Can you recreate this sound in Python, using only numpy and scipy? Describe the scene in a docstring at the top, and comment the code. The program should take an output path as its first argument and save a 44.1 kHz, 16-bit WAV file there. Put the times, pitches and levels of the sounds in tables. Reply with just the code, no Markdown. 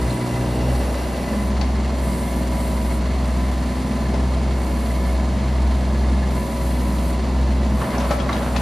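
"""A concrete yard with a wall behind; two microphone ports a little apart hear a small excavator side-on.
Its three-cylinder diesel booms, knocks and ticks. Each lever movement loads the hydraulic pump: the engine
sags, the pump whines and oil hisses through the valves. Gears grind at first as the cab slews. Pins and
blade clank now and then, echoing off the wall, and at the end the blade scrapes over the concrete."""
import sys
import numpy as np
from scipy import signal
from scipy.fft import rfft, irfft, next_fast_len
from scipy.io import wavfile
from scipy.ndimage import map_coordinates

SR = 44100
rng = np.random.default_rng(int(sys.argv[2]) if len(sys.argv) > 2 else 0)


def put_to_file(sound):
    """Save the sound as 16-bit audio at rate SR, in the file named by the first command-line argument."""
    columns = np.atleast_2d(sound).T  # one column per channel
    safe = np.clip(columns, -1, 1)
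    whole_steps = np.round(safe * 32767)
    wavfile.write(sys.argv[1], SR, whole_steps.astype(np.int16))


N = 379701
FREE_HZ = 64.02  # firing rate without load


def amp(db):
    """Gain of a level in dB."""
    return 10 ** (np.asarray(db) / 20)


def unit(x):
    """x at rms 1."""
    return x / np.sqrt(np.mean(x ** 2) + 1e-20)


def along(points, hz):
    """Interpolate (f/Hz, value) points on a log frequency axis."""
    f, v = np.transpose(points)
    return np.interp(np.log(hz + 1), np.log(f + 1), v)


def curves(rows):
    """One value per sample for each column after the time."""
    s, *cols = np.transpose(rows)
    return [np.interp(np.arange(N) / SR, s, c) for c in cols]


def wobble(rate):
    """A smooth random curve, rate knots a second."""
    coarse = np.arange(0, N + 64, 64)
    knots = rng.standard_normal(int(N * rate / SR) + 4)
    return np.interp(np.arange(N), coarse, map_coordinates(knots, [coarse * rate / SR]))


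def filtered(x, response):
    """x through a complex frequency response."""
    m = next_fast_len(N + SR // 2)
    return irfft(rfft(x, m) * response(np.fft.rfftfreq(m, 1 / SR)), m)[..., :N]


def humps(modes, hz):
    """Summed bell-shaped resonances."""
    return sum(level / (1 + ((hz - centre) / (width / 2)) ** 2) for centre, width, level in modes)


def peaks(modes, hz):
    """Gain of resonances given in dB."""
    return humps([(centre, width, amp(db)) for centre, width, db in modes], hz)


def exhaust(firings, facing_db, sag_hz):
    """The pipe booms at the firing rate; its overtones waver and change with load and direction."""
    # the boom, its octave without load and its double octave (t/s, level/dB)
    boom = [(0.0, -25), (0.04, -19.5), (0.14, -30), (0.21, -53), (0.26, -39), (0.33, -30.5), (0.76, -19.5),
            (1.2, -29), (1.6, -19), (1.92, -21.5), (2.06, -20.5), (2.18, -26.5), (2.35, -23), (3.43, -19.5),
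            (3.88, -26), (4.24, -19), (4.84, -21.5), (5.2, -18), (5.39, -22), (5.66, -16), (5.85, -20),
            (6.14, -16.5), (6.38, -21.5), (6.47, -30), (6.66, -20), (7.31, -21.5), (7.41, -17), (7.79, -20),
            (7.89, -36), (7.94, -26), (8.01, -21), (8.44, -25), (8.56, -21.5), (8.61, -21)]
    octave = [(0, -34), (.07, -17), (.33, -19), (.69, -19.5), (.78, -25), (.88, -40), (1.5, -37.5),
              (2.2, -33), (3.3, -33), (8.61, -33)]
    fourth = [(0, -38), (.12, -29.5), (.5, -32), (1.1, -32.5), (1.3, -35), (2.25, -34.5), (2.42, -30.5),
              (3.0, -33), (3.3, -31), (3.95, -31), (4.1, -36), (4.25, -31.5), (4.75, -32), (4.9, -34.5),
              (6.4, -34), (6.7, -30.5), (8.61, -31)]
    # exhaust and fan lines, one list each: multiple of the firing rate, level/dB,
    # dB per dB of facing, dB per Hz of sag, phase drift/rad
    multiples = [5 / 2, 8 / 3, 3, 10 / 3, 11 / 3, 5, 16 / 3, 6, 19 / 3, 7, 8, 28 / 3, 11, 35 / 3, 37 / 3,
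                 13, 41 / 3, 43 / 3]
    levels = [-51, -43, -39, -37.5, -44, -47, -47, -42, -51, -58, -46, -53, -51, -48, -53, -54, -64, -52]
    lifts = [-0.5, -2, -0.15, -1.25, -1.3, 0.23, -2, 1.7, 0, 2, 1.2, -1, -1, -0.2, 0.5, -3, 1.5, -3]
    loads = [3.5, 0, .1, 0.66, 1.5, 3.5, -1, -0.5, -0.3, 2.5, -1.5, -1, 1, -2, -2.5, -2.5, -.2, -4]
    drifts = [.3, .5, .6, .8, .5, .3, .3, .25, .3, .3, .3, .4, .4, .3, .4, .4, .4, .4]
    phase = 2 * np.pi * firings
    octave_db = curves(octave)[0] - 2.5 * sag_hz + 1.2 * wobble(8)
    tones = amp(curves(boom)[0]) * np.sin(phase) + amp(octave_db) * np.sin(2 * phase)
    tones += amp(curves(fourth)[0] - 1.5 + 1.5 * wobble(9)) * np.sin(4 * phase + .5 * wobble(8))
    for k, db, lift, load, drift in zip(multiples, levels, lifts, loads, drifts):
        gain = amp(db + lift * facing_db + load * sag_hz + 2 * wobble(5))
        tones += gain * np.sin(k * phase + drift * wobble(6) + 2 * np.pi * rng.random())
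    return np.sqrt(2) * tones


def chug(firings):
    """Every firing sends an uneven puff into the resonances of the silencer."""
    # silencer resonances (f/Hz, width/Hz, level/dB)
    silencer = [(206, 34, 0), (258, 18, -9), (385, 30, -12)]
    # strength of the puffs (t/s, level/dB)
    throb = [(0, -35), (.9, -38), (1.3, -30), (1.45, -27.5), (2.1, -29), (2.9, -32), (3.9, -29),
             (4.05, -24), (4.15, -31.5), (5.3, -26), (5.5, -30.5), (6.3, -30), (7.2, -32), (7.65, -28.5),
             (7.74, -24), (7.85, -30.5), (8.61, -29)]
    at = np.flatnonzero(np.diff(np.floor(firings)))
    puffs = np.zeros(N)
    puffs[at] = np.resize([1.2, .1, -.5], len(at))  # each cylinder's steady push
    puffs[at] += rng.standard_normal(len(at))

    def response(hz):
        ring = sum((-1) ** k * amp(db) * 1j * hz * width / (centre ** 2 - hz ** 2 + 1j * hz * width)
                   for k, (centre, width, db) in enumerate(silencer))
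        return ring ** 2 / (1 + (150 / (hz + 1)) ** 6)
    return amp(curves(throb)[0] - 2.5) * unit(filtered(puffs, response))


def block(firings, facing_db):
    """Engine noise through the covers; above the bass it knocks, one cylinder harder than the others."""
    # spectrum of block and fan (f/Hz, level/dB)
    spectrum = [(25, -33), (42, -8.5), (80, -6.5), (110, -5), (200, -4), (440, -13.5), (700, -15.5),
                (1040, -16), (1480, -24), (2400, -28), (4000, -31), (6000, -35.5), (8000, -29),
                (10000, -42.5), (15500, -64)]
    # cover resonances (f/Hz, width/Hz, boost/dB)
    panels = [(164, 19, 0), (228, 30, -2), (649, 95, 6.5), (930, 70, 1), (1970, 120, 4), (2270, 17, 8.5),
              (4480, 1040, 3.5)]
    colour = lambda hz: amp(along(spectrum, hz) + humps(panels, hz))
    stroke = np.floor(firings).astype(int)
    force = amp(np.array([.8, 1.5, -1.5])[stroke % 3] + 1.54 * rng.standard_normal(stroke[-1] + 1)[stroke])
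    knocks = unit(force * (2 + np.exp(-(firings % 1) / .11)))
    knock_share = lambda hz: .5 / (1 + (1300 / (hz + 1)) ** 2)
    smooth, rough = rng.standard_normal((2, 2, N))
    noise = filtered(smooth, lambda hz: colour(hz) * np.sqrt(1 - knock_share(hz)))
    noise *= amp(-.3 * facing_db)  # the fan grille turns away as the pipe turns towards us
    noise += filtered(rough * knocks, lambda hz: colour(hz) * np.sqrt(knock_share(hz)))
    return amp(-28 + .32 * facing_db) * unit(noise)


def tappet(firings, facing_db, ring_width_hz=65):
    """One valve ticks once in every engine cycle of three firings and keeps the covers ringing."""
    # valve gear resonances (f/Hz, width/Hz, level/dB)
    modes = [(1715, 81, -2.5), (2044, 230, -0.5), (2730, 165, -4.5), (4300, 230, -5)]
    # two cover rings that shift as the machine works (t/s, low f/Hz, level/dB, high f/Hz, level/dB)
    rings = [(0, 1730, -60, 2024, -49), (1.1, 1746, -55, 2004, -49), (1.4, 1755, -46, 2010, -47),
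             (1.5, 1750, -55, 2000, -64), (1.55, 1750, -54, 2140, -66), (1.65, 1750, -60, 2146, -49),
             (2.3, 1735, -48, 2130, -48), (2.8, 1770, -65, 2160, -50), (3.3, 1760, -58, 2153, -53),
             (3.45, 1773, -50, 2126, -54), (4.1, 1750, -49, 2155, -52), (4.4, 1740, -55, 2160, -52),
             (5.1, 1734, -49, 2167, -46.5), (5.4, 1712, -51, 2130, -53), (6.3, 1710, -48.5, 2142, -49),
             (6.6, 1750, -53, 2145, -60), (8.61, 1720, -54, 2116, -60)]
    cycles = firings / 3 - .33
    force = amp(1.5 * rng.standard_normal(int(cycles[-1]) + 2))[np.floor(cycles).astype(int) + 1]
    beat = unit(force * (.23 + np.exp(-(cycles % 1) / .44)))
    ticks = unit(filtered(beat * rng.standard_normal((2, N)), lambda hz: peaks(modes, hz)))
    ticks *= amp(-47.5 + .5 * facing_db)
    low_hz, low_db, high_hz, high_db = curves(rings)
    for hz, db in ((low_hz, low_db), (high_hz, high_db)):
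        swing = wobble(ring_width_hz) + 1j * wobble(ring_width_hz)
        ring = (swing * np.exp(2j * np.pi * np.cumsum(hz) / SR)).real
        ticks[0] += amp(db) * unit((beat + 1.3) * ring)
    return ticks


def levers(open_s=.134, close_s=.07, governor_hz=4.2, damping=.55):
    """A lever opens a valve and the governor lets the engine sag: firing rate in Hz, oil flow in dB."""
    # lever movements (start t/s, end t/s, flow over idle/dB, sag/Hz, further sag/Hz per s)
    movements = [(-.2, 0.584, 6, 3.1, 0), (0.585, 1.5, 7.5, 1.5, 0), (1.978, 2.979, 8.5, 2.0, .75),
                 (3.185, 4.083, 3.5, 1.0, -.1), (4.57, 5.149, 6.5, 1.85, 0), (6.32, 7.139, 8.5, 2.25, 0),
                 (7.749, 8.169, 8, 1.9, 0), (8.281, 8.8, 7, 2.0, 0)]
    t = np.arange(N) / SR
    start, end, rise_db, sag_hz, creep = np.transpose(movements)[:, :, None]
    opened = np.clip(.5 + (t - start) / open_s, 0, 1) * np.clip(.5 + (end - t) / close_s, 0, 1)
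    load = (opened * (sag_hz + creep * (t - start))).sum(axis=0)
    governor = lambda hz: 1 / (1 - (hz / governor_hz) ** 2 + 2j * damping * hz / governor_hz)
    sag = load[0] + filtered(load - load[0], governor)
    return FREE_HZ - sag + .1 * wobble(4), -6.5 + (opened * rise_db).sum(axis=0)


def pump_whine(firings, flow_db, facing_db, pressure_hz=2.5):
    """The pump's lines rise with the oil flow and fall back with the lagging pressure."""
    # pump lines, one list each: multiple of the firing rate, level/dB,
    # dB per dB of flow, share of the shade, dB per dB of facing
    multiples = [9, 31 / 3, 16]
    levels = [-41, -45, -40.5]
    growths = [0.86, 0.43, 0.77]
    shares = [0.16, .15, .95]
    lifts = [-.6, -0.71, 0.22]
    # the turning body hides the pump from the microphone for a while (t/s, level/dB)
    shade = [(0, -3), (.45, 1.5), (.6, -20), (.95, -5), (1.05, -9), (1.5, -3.5), (1.9, -1), (3.1, -2.5),
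             (3.4, -0.5), (4.1, 1), (4.5, 0), (7.7, -1), (7.9, 2.5), (8.61, -2)]
    pressure_db = flow_db[0] + filtered(flow_db - flow_db[0], lambda hz: 1 / (1 + 1j * hz / pressure_hz))
    drive_db = np.maximum(flow_db, pressure_db)
    tones = np.zeros(N)
    for k, db, growth, share, lift in zip(multiples, levels, growths, shares, lifts):
        gain = amp(db + growth * drive_db + share * curves(shade)[0] + lift * facing_db + wobble(5.5))
        tones += gain * np.sin(2 * np.pi * k * firings + .2 * wobble(12))
    return np.sqrt(2) * tones


def pressure_ripple(firings, flow_db):
    """The ripple repeats with each firing, so it sings in close lines in the pump and valve body."""
    # their resonances at idle and under load (f/Hz, width/Hz, level/dB)
    idle_modes = [(8220, 240, 0), (7750, 150, -13), (10350, 200, -17)]
    loaded_modes = [(7500, 80, -6), (7980, 190, 0), (8550, 150, -6), (9130, 110, -11), (10130, 150, -17),
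                    (10520, 100, -17), (10870, 220, -17), (11430, 150, -18), (12570, 130, -17),
                    (13400, 600, -20), (14800, 200, -14), (15480, 300, -12)]
    shape = irfft(np.exp(2j * np.pi * rng.random(260)) * amp(rng.normal(0, 3, 260)), 8192)
    ripple = np.interp((firings + .003 * wobble(20)) % 1, np.linspace(0, 1, len(shape)), shape)
    sings = lambda modes: unit(filtered(ripple, lambda hz: peaks(modes, hz)))
    idle_db = -51.5 + 1.5 * wobble(8)
    loaded_db = -45 + 1.1 * flow_db - 8 * (flow_db < -3) + 2.2 * wobble(8)
    return amp(idle_db) * sings(idle_modes) + amp(loaded_db) * sings(loaded_modes)


def valve_hiss(flow_db, bright_hz=11200):
    """Oil hisses through the valves, louder and brighter as the flow grows."""
    # spectrum of the hiss (f/Hz, level/dB)
    spectrum = [(4000, -30), (6500, -6), (8200, 0), (9500, -2), (10800, -2), (12000, -5), (13000, -3),
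                (14200, -3), (15500, 1)]
    hiss = unit(filtered(rng.standard_normal((2, N)), lambda hz: amp(along(spectrum, hz))))
    treble = filtered(hiss, lambda hz: 1 / (1 + (bright_hz / (hz + 1)) ** 20))
    hiss += (amp(.42 * np.minimum(flow_db, 0)) - 1) * treble
    return amp(-43.5 + flow_db + wobble(15)) * hiss


def clanks(crack_s=.0007):
    """Pins and blade crack, rattle and ring the steel near the pitches that the struck spot favours."""
    # contacts (t/s, level/dB, low f/Hz, high f/Hz, high ring/dB, rattle/dB, left over right/dB,
    # rise of the low ring/s)
    contacts = [(.103, -37, 966, 4140, 12, -9, 0, .003), (1.611, -14, 822, 4600, -6, -14, 7, 0.0047),
                (4.139, -12, 668, 2170, -19, -20, 6, 0.00078), (7.774, -25, 1150, 2102, -8, -16, 0, .002),
                (7.813, -19.5, 1140, 2090, -10, -17, 0, 0.0031),
                (7.903, -21, 575.3, 2100, -3, -11, .5, 0.0023), (7.918, -24, 575, 2100, 0, -15, 1, .002),
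                (7.981, -25, 781, 5860, 2, -11, 8, .003), (8.001, -12.5, 688, 1330, -12, -14, 2, 0.0017),
                (8.039, -23, 1123, 1994, -13, -18, 0, 0.0028),
                (8.1072, -7.5, 620, 1320, -12, -19, 4, .0004), (8.1112, -9, 900, 1400, -4, -16, 4, .0006),
                (8.133, -19, 578, 990, -5, -20, 2, .001), (8.2, -21.5, 1088, 3400, -11, -13, 9, 0.0029),
                (8.258, -12, 581, 1980, -15, -26, -1, 0.0052), (8.2905, -14, 1155, 2080, -1, -16, -2, .001),
                (8.328, -19, 680, 3780, -7, -11, 9, 0.004), (8.364, -18, 640, 3250, -18, -14, 2, .003),
                (8.459, -21, 996, 2010, -14, -20, -1, .003), (8.562, -12, 815, 2600, -7, -11, 7, 0.005)]
    # modes of the steel (f/Hz, level/dB, t60/s)
    steel = [(579, 2, 0.094), (658, -3, .08), (825, 5.5, 0.047), (986, -5.5, 0.13), (1135, 3.5, 0.055),
             (1312, 2, 0.082), (1770, 11, 0.05), (2090, 1.5, 0.044), (2595, 0.5, 0.048), (2920, 0, 0.064),
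             (3280, 11, 0.055), (3770, 6, 0.043), (4150, 2.5, 0.057), (4505, 1, 0.074), (5400, 10, 0.029),
             (5900, 1, 0.032)]
    out, t = np.zeros((2, N + SR)), np.arange(SR // 8) / SR
    rattle_band = signal.butter(4, [900, 6300], "band", fs=SR, output="sos")
    for s, db, low_hz, high_hz, high_db, rattle_db, pan_db, rise_s in contacts:
        ring = np.zeros(len(t))
        for hz, level, t60 in steel:
            favour_db = max(-28 * abs(np.log2(hz / low_hz)), high_db - 85 * abs(np.log2(hz / high_hz)))
            rise = 1 - np.exp(-(t / (rise_s if hz < 1000 else crack_s)) ** 2)
            decay = amp(level + favour_db + rng.normal(0, 1.5) - 60 * t / t60)
            ring += decay * rise * np.sin(2 * np.pi * hz * rng.normal(1, .0064) * t)
        rattle = signal.sosfilt(rattle_band, rng.standard_normal(len(t)))
        rattle += 4 * signal.lfilter([.25], [1, -.75], rattle)  # more weight below 2 kHz
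        rattle *= amp(rattle_db - 60 * t / .11) * (1 - np.exp(-t / crack_s))
        gains = amp(db - 7 + pan_db * np.array([[.5], [-.5]]))
        out[:, round(s * SR):][:, :len(t)] += gains * (ring + rattle)
    return out[:, :N]


def blade_scrape():
    """The blade drags over the concrete in gritty bursts."""
    # spectrum of the blade (f/Hz, level/dB)
    spectrum = [(200, -18), (330, 1), (580, 3.5), (1000, 0.5), (1800, -7), (2600, -12.5), (4500, -25),
                (6500, -35), (9000, -50)]
    # course of the drag (t/s, level/dB)
    drag = [(0, -70), (7.72, -70), (7.82, -30.5), (7.95, -29.5), (8.05, -30.5), (8.17, -33.5), (8.23, -34),
            (8.35, -28.5), (8.45, -32.5), (8.61, -32.5)]
    grit = rng.standard_normal((2, N)) * amp(2.6 * wobble(45))
    return amp(curves(drag)[0]) * unit(filtered(grit, lambda hz: amp(along(spectrum, hz))))


def slewing_gear(firings):
    """The gear that turns the cab grinds in a few resonances while its motor hums."""
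    # gear and linkage resonances (f/Hz, width/Hz, level/dB)
    modes = [(407, 200, -1), (577, 170, 10.5), (845, 160, -3), (1110, 170, -12), (1580, 110, -1),
             (2050, 330, -15), (2740, 340, -5), (3940, 700, -18), (4680, 300, -14), (5600, 300, -11)]
    # course of the slewing (t/s, level/dB)
    slew = [(0, -39.5), (.45, -35.5), (.65, -34), (.95, -35), (1.3, -34.5), (1.55, -55), (8.61, -58)]
    # motor hum, one list each: multiple of the firing rate, relative level/dB
    multiples = [28 / 3, 10, 12, 38 / 3, 13, 40 / 3]
    levels = [-6.5, -13, -26, -15, -10, -18]
    grind = filtered(rng.standard_normal((2, N)) * amp(2.8 * wobble(30.3)), lambda hz: peaks(modes, hz))
    hum = sum(amp(db + 1 + 2.5 * wobble(5.2)) * np.sin(2 * np.pi * k * firings + .5 * wobble(8))
              for k, db in zip(multiples, levels))
    return amp(curves(slew)[0]) * (unit(grind) + hum * [[1], [0]])


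def wall(x, t60=.44, delay_s=.008):
    """A short dull echo from the wall and the concrete."""
    t = np.arange(SR // 4) / SR
    tail = signal.lfilter([1], [1, -.6], rng.standard_normal((2, len(t))))
    tail *= amp(-60 * t / t60) * (t > delay_s)
    return signal.fftconvolve(x, tail / np.linalg.norm(tail[0]), axes=1)[:, :N]


def ports(direct, scattered):
    """The direct sound reaches one port first; what the yard scatters arrives in opposition."""
    # phase by which the left port leads (f/Hz, phase/rad)
    left_lead = [(0, 0), (1200, -.1), (1500, -.5), (2200, .35), (5200, -.1), (6500, -.8), (7800, -3),
                 (8800, -3.2), (9800, -4.9), (10900, -6.2), (12300, -6.3), (13000, -7.7), (14100, -9.3),
                 (15900, -9.5)]
    # how alike the two ports sound (f/Hz, likeness 0-1)
    likeness = [(60, 0.97), (300, 0.93), (700, 0.94), (1400, 0.84), (2800, 0.88), (5000, 0.94),
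                (8000, 0.99), (10000, 0.98), (12500, 0.99), (14000, 1)]

    def response(hz):
        turn = np.arccos(np.clip(along(likeness, hz), 0, 1)) / 2
        lead = np.exp(.5j * along(left_lead, hz))
        return np.array([[np.cos(turn) * lead, np.sin(turn) * lead],
                         [np.cos(turn) / lead, -np.sin(turn) / lead]])
    return filtered(np.array([direct, scattered])[None], response).sum(axis=1)


def scene():
    """The working machine at the two ports, with the wall's echo on the clanks."""
    # how squarely the tail pipe faces the microphone as the cab slews (t/s, level/dB)
    facing = [(0, 6), (.65, 2.5), (.95, 2), (1.4, 0), (8.61, -1.5)]
    facing_db = curves(facing)[0]
    firing_hz, flow_db = levers()
    firings = np.cumsum(firing_hz) / SR
    pump = pump_whine(firings, flow_db, facing_db) + pressure_ripple(firings, flow_db)
    # the noises have two rows: direct and scattered
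    noise = valve_hiss(flow_db) + block(firings, facing_db) + tappet(firings, facing_db)
    noise += slewing_gear(firings) + blade_scrape()
    metal = clanks()
    pipe = exhaust(firings, facing_db, FREE_HZ - firing_hz) + chug(firings)
    return ports(pipe + pump + noise[0], noise[1]) + metal + amp(-10.5) * wall(metal)


def record(dry, top_hz=15780):
    """Nothing is kept above the band limit."""
    return filtered(dry, lambda hz: hz < top_hz)


dry = scene()
out = record(dry)
put_to_file(out)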